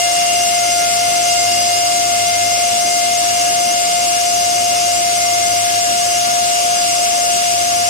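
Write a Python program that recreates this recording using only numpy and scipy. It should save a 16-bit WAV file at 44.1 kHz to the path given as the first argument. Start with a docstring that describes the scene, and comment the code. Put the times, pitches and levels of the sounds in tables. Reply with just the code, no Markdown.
"""An electric blower fills a long balloon on a table in a small room, running steadily throughout.
From the start, its seven-bladed impeller turns about 100 times a second and sings a strong blade tone
with a faint whine; mains hum comes through the table, and air roars in the housing and hisses through
the nozzle. As the balloon fills, the overtones shift and follow the speed. They flare several times
in the first three seconds or so, and once more just after five."""
import sys
import numpy as np
from scipy import signal
from scipy.fft import rfft, irfft, next_fast_len
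from scipy.io import wavfile

SR = 44100
rng = np.random.default_rng(int(sys.argv[2]) if len(sys.argv) > 2 else 0)


def bounce(signal):
    """Save signal as a 16-bit WAV file at the path given by the first command-line argument."""
    frames = np.transpose(np.atleast_2d(signal))
    limited = np.clip(frames, -1, 1)
    pcm = np.round(limited * 32767).astype(np.int16)
    wavfile.write(sys.argv[1], SR, pcm)


N = 347949
BLADES, MAINS_HUM_HZ = 7, 100
RIGHT_LAG_S, FLARE_EDGE_S = 0.00038, 0.048
RIPPLE_FULL_HZ, CUTOFF_HZ = 2020, 15750

# Motor speed. Each row: time in seconds, speed in turns per second.
SPEED_RPS = [(0.0, 100.22), (0.45, 100.24), (0.9, 100.03), (1.85, 100.32), (2.3, 100.18), (2.95, 100.17),
             (3.4, 100.38), (4.6, 100.44), (5.1, 100.2), (5.6, 100.21), (6.1, 100.39), (7.3, 100.43),
             (7.89, 100.2)]
# Blade harmonics at mean speed, balloon half full. Each row: multiple of the blade rate, left level in dB,
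# right level in dB, dB per extra turn per second, dB per second of filling, wander in dB,
# extra right lag in degrees, its change in degrees per second.
BLADE_HARMONICS = [(1, -15.5, -18, 1, -0.06, .12, -2.5, 1.5), (2, -44.5, -38.5, -1, 0.74, 1.5, -85, 21),
                   (3, -34.5, -33, -6.5, -0.66, 1.0, 13, -19), (4, -36, -33, 12, -0.28, 1.2, -30, 5),
                   (7, -38, -33.7, 3, 0, 1.2, -15, 13)]
# Overtone flares. Each row: start in seconds, length in seconds, blade-rate multiple, lift in dB.
FLARES = [(-.1, 0.64, 4, 5.5), (.6, 0.81, 2, 5), (0.993, 0.83, 4, 5), (1.26, 0.64, 7, 9.5),
          (2.15, 0.31, 3, 2.5), (2.92, .25, 3, 2), (5.12, 0.36, 3, 4.5)]
# Whine partials. Each entry: multiple of the shaft rate.
WHINE_ORDERS = (35, 48, 56, 63, 98)
# Whine levels, by partial. Each row: left level in dB, right level in dB.
WHINE_DB = [(-39, -39), (-45, -46), (-49, -55), (-40, -48), (-49, -68)]
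# Hum envelope. Each row: time in seconds, level before panning in dB.
HUM_DB = [(0.0, -49.3), (0.6, -48), (0.74, -43), (1.34, -46), (1.49, -39.6), (1.94, -46.9), (2.38, -40),
          (2.98, -51), (3.57, -44.3), (3.72, -50), (4.32, -44.8), (5.36, -44), (5.66, -39.2), (5.95, -47.7),
          (6.1, -43), (6.25, -47.5), (7.0, -49.8), (7.89, -42.1)]
# Air noise common to both sides. Each row: frequency in Hz, share from 0 to 1.
AIR_COHERENCE = [(60, 0.96), (200, 0.96), (300, 0.69), (740, 0.93), (880, 0), (1550, 0.7), (2400, 0.15),
                 (3400, 0.4), (4200, 0.12), (4800, 0.14), (5800, 0.13), (15000, 0.02)]
# Housing turbulence. Each row: frequency in Hz, base density in dB per Hz.
ROAR_SPECTRUM = [(25.0, -88.1), (45.0, -84), (60.0, -73.5), (120.0, -67.5), (400.0, -69), (600.0, -59),
                 (770.0, -61), (830.0, -72), (1200.0, -63.5), (1850.0, -65.5)]
# Nozzle jet. Each row: frequency in Hz, base density in dB per Hz.
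HISS_SPECTRUM = [(2300.0, -60), (2900.0, -58), (3900.0, -60.5), (4700.0, -59), (5600, -55), (6300.0, -53.5),
                 (7000.0, -59.5), (8000.0, -57), (9200.0, -64), (10300.0, -63.5), (11500.0, -72.5),
                 (14500.0, -74.5), (15600.0, -81.5)]
# Housing, balloon and room resonances. Each row: centre in Hz, width in Hz, lift in dB.
RESONANCES = [(64.6, 10.7, 3.5), (180, 20, 5.0), (234.7, 17.6, 9), (297.4, 27, 7.5), (344.4, 36, 7.5),
              (386, 26, 6.5), (484, 33, 2), (542, 20, 1), (576, 19, 5), (705, 17, 7.5), (904, 31, 8),
              (1027, 9.1, 8.5), (1153, 22, 6.5), (1267, 29, 4.5), (1662, 18, 10.5), (4694, 61, 5.5),
              (4833, 23, 10.5), (5250, 44, 5.5), (6320, 30, 4.5), (8100, 130, -0.5), (9700, 120, 2)]
# Air noise balance. Each row: frequency in Hz, left minus right in dB.
AIR_BALANCE_DB = [(60, 1), (240, 1.5), (310, 5), (480, 0), (900, 2.5), (1400, 1.5), (2500, 0.5), (4700, 0),
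                  (6000, 2), (7200, 5.5), (9300, 9.5), (12000, 12.5), (15500, 8.5)]
# Roar bands. Each entry: edge in Hz.
ROAR_EDGES_HZ = (0, 420, 850, 1350, 2000, 3300, 4600)
# Hiss bands. Each entry: edge in Hz.
HISS_EDGES_HZ = (4600, 5200, 5700, 6300, 6900, 7600, 8300, 9600, 22000)
# Stereo width flicker of the hiss. Each row: frequency in Hz, strength from 0 to 1.
WIDTH_FLICKER = [(4900, .15), (5500, 0.79), (6000, 1), (7300, 1), (8900, 0.71), (12000, 0.17)]


def from_db(db):
    """Decibels to gain."""
    return 10 ** (np.asarray(db) / 20)


def in_time(points):
    """A time curve, sample by sample."""
    times_s, values = np.transpose(points)
    return np.interp(np.arange(N) / SR, times_s, values)


def at_hz(points, hz):
    """A spectrum read on a log-frequency axis."""
    known_hz, values = np.transpose(points)
    return np.interp(np.log(hz + 1e-9), np.log(known_hz), values)


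def drift(rate_hz):
    """Slow noise of unit spread: two one-pole low-passes."""
    hop = 40
    pole = np.exp(-2 * np.pi * rate_hz * hop / SR)
    slow = signal.lfilter([1], [1, -2 * pole, pole * pole], rng.standard_normal(N // hop + 2002))[2000:]
    return np.interp(np.arange(N) / hop, np.arange(len(slow)), slow / slow.std())


def rotor_angle(jitter, jitter_hz):
    """Shaft angle in radians as heard left and right; the speed trembles slightly."""
    speed_rps = in_time(SPEED_RPS) * (1 + jitter * drift(jitter_hz))
    return 2 * np.pi * (np.cumsum(speed_rps) / SR - speed_rps * np.array([[0], [RIGHT_LAG_S]]))


def eddy_tone(phase_rad, waver, waver_hz):
    """Stereo sine of rms 1; eddies shake its level and phase, differently on each side."""
    in_level, in_phase = waver * np.array([[drift(waver_hz), drift(waver_hz)] for _ in range(2)])
    return ((1 + in_level) * np.cos(phase_rad) + in_phase * np.sin(phase_rad)) / np.sqrt(.5 + waver ** 2)


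def flare_db(multiple):
    """Lift of one harmonic: each flare rises, holds and falls."""
    t = np.arange(N) / SR
    return sum(lift_db * np.clip(np.minimum(t - start_s, start_s + length_s - t) / FLARE_EDGE_S + .5, 0, 1)
               for start_s, length_s, which, lift_db in FLARES if which == multiple)


def blade_tones(angle_rad, blade_waver, overtone_waver, waver_hz, wander_hz):
    """Blades chop the outlet air; harmonics follow the speed and shift as the balloon grows and leans."""
    speed_rps = in_time(SPEED_RPS)
    excess_rps = speed_rps - speed_rps.mean()
    from_middle_s = (np.arange(N) - N / 2) / SR
    out = np.zeros((2, N))
    for multiple, left_db, right_db, db_per_rps, db_per_s, wander_db, lag_deg, deg_per_s in BLADE_HARMONICS:
        shift_db = db_per_rps * excess_rps + db_per_s * from_middle_s + flare_db(multiple)
        sides_db = np.array([side_db + wander_db * drift(wander_hz) for side_db in (left_db, right_db)])
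        lag_rad = np.radians(lag_deg + deg_per_s * from_middle_s) * np.array([[0], [1]])
        waver = blade_waver if multiple == 1 else overtone_waver * np.sqrt(multiple)
        tone = eddy_tone(multiple * BLADES * angle_rad - lag_rad, waver, waver_hz)
        out += tone * from_db(shift_db + sides_db)
    return out


def rotor_whine(angle_rad, waver, waver_hz):
    """Weak, unsteady rotor harmonics, half buried in the hiss."""
    return sum(eddy_tone(order * angle_rad, waver, waver_hz) * from_db(sides_db)[:, None]
               for order, sides_db in zip(WHINE_ORDERS, WHINE_DB))


def motor_hum(pan_db, waver, waver_hz):
    """The motor hums through the table at twice the mains frequency, swelling and wavering."""
    tone = eddy_tone(2 * np.pi * MAINS_HUM_HZ * np.arange(N) / SR, waver, waver_hz)[0]
    return tone * from_db(in_time(HUM_DB) + np.array([[pan_db], [-pan_db]]) / 2)


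def room_ripple_db(hz, depth_db, spacing_hz):
    """Reflections leave fine spectral peaks and dips, different on each side."""
    grid_hz = np.arange(4000) * spacing_hz
    ripple = np.array([np.interp(hz, grid_hz, row) for row in rng.standard_normal((2, len(grid_hz)))])
    return depth_db * ripple * np.clip(hz / RIPPLE_FULL_HZ, 0, 1) ** 2


def air_turbulence():
    """One turbulent stream coloured by resonances; returns its stereo spectrum and frequencies."""
    size = 2 * next_fast_len(N // 2 + 1, real=True)
    hz = np.arange(size // 2 + 1) * SR / size
    common, left, right = rfft(rng.standard_normal((3, size)))
    coherence = at_hz(AIR_COHERENCE, hz)
    # Long waves come through the table and reach both sides together.
    lag_s = RIGHT_LAG_S * np.minimum(hz / 900, 1)
    direct = np.array([common, common * np.exp(-2j * np.pi * hz * lag_s)])
    field = np.sqrt(coherence) * direct + np.sqrt(1 - coherence) * np.array([left, right])
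    level_db = at_hz(list(ROAR_SPECTRUM) + list(HISS_SPECTRUM), hz)
    for centre_hz, width_hz, lift_db in RESONANCES:
        level_db += lift_db * np.exp(-.5 * (2 * (hz - centre_hz) / width_hz) ** 2)
    sides_db = level_db + room_ripple_db(hz, depth_db=1.6, spacing_hz=28.0)
    sides_db += at_hz(AIR_BALANCE_DB, hz) * np.array([[.5], [-.5]])
    return field * from_db(sides_db) * np.sqrt(SR / 2), hz


def air_band(air, hz, low_hz, high_hz):
    """One band of the turbulence, as a waveform."""
    return irfft(air * (hz >= low_hz) * (hz < high_hz))[:, :N]


def housing_roar(air, hz, gain_db, wander_db, wander_hz):
    """Turbulence in the housing; each band wanders in level."""
    return sum(air_band(air, hz, low_hz, high_hz) * from_db(gain_db + wander_db * drift(wander_hz))
               for low_hz, high_hz in zip(ROAR_EDGES_HZ, ROAR_EDGES_HZ[1:]))


def nozzle_hiss(air, hz, gain_db, surge_db, surge_hz, flutter_db, flicker_depth, flicker_hz):
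    """The hiss surges slightly; each band flutters a little in level and flickers between narrow and wide."""
    flow_db = gain_db + surge_db * drift(surge_hz)
    out = np.zeros((2, N))
    for low_hz, high_hz in zip(HISS_EDGES_HZ, HISS_EDGES_HZ[1:]):
        left, right = air_band(air, hz, low_hz, high_hz)
        strength = at_hz(WIDTH_FLICKER, np.sqrt(low_hz * high_hz))
        crossfeed = strength * np.tanh(flicker_depth * drift(flicker_hz))
        right = np.sqrt(1 - crossfeed ** 2) * right + crossfeed * left * right.std() / left.std()
        out += np.array([left, right]) * from_db(flow_db + flutter_db * drift(flicker_hz))
    return out


def scene():
    """Blade tones, whine, hum, roar and hiss of one running blower."""
    angle_rad = rotor_angle(jitter=0.00069, jitter_hz=14.5)
    tones = blade_tones(angle_rad, blade_waver=0.021, overtone_waver=0.22, waver_hz=21.0, wander_hz=2.5)
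    whine = rotor_whine(angle_rad, waver=0.38, waver_hz=8.7)
    hum = motor_hum(pan_db=1.3, waver=0.14, waver_hz=9.0)
    air, hz = air_turbulence()
    roar = housing_roar(air, hz, gain_db=-0.22, wander_db=0.75, wander_hz=6.2)
    hiss = nozzle_hiss(air, hz, gain_db=-0.38, surge_db=0.22, surge_hz=7.0,
                       flutter_db=0.45, flicker_depth=2.3, flicker_hz=14.5)
    return tones + whine + hum + roar + hiss


def record(dry):
    """Steep elliptic low-pass."""
    return signal.sosfilt(signal.ellip(12, .1, 90, CUTOFF_HZ, fs=SR, output="sos"), dry)


dry = scene()
out = record(dry)
bounce(out)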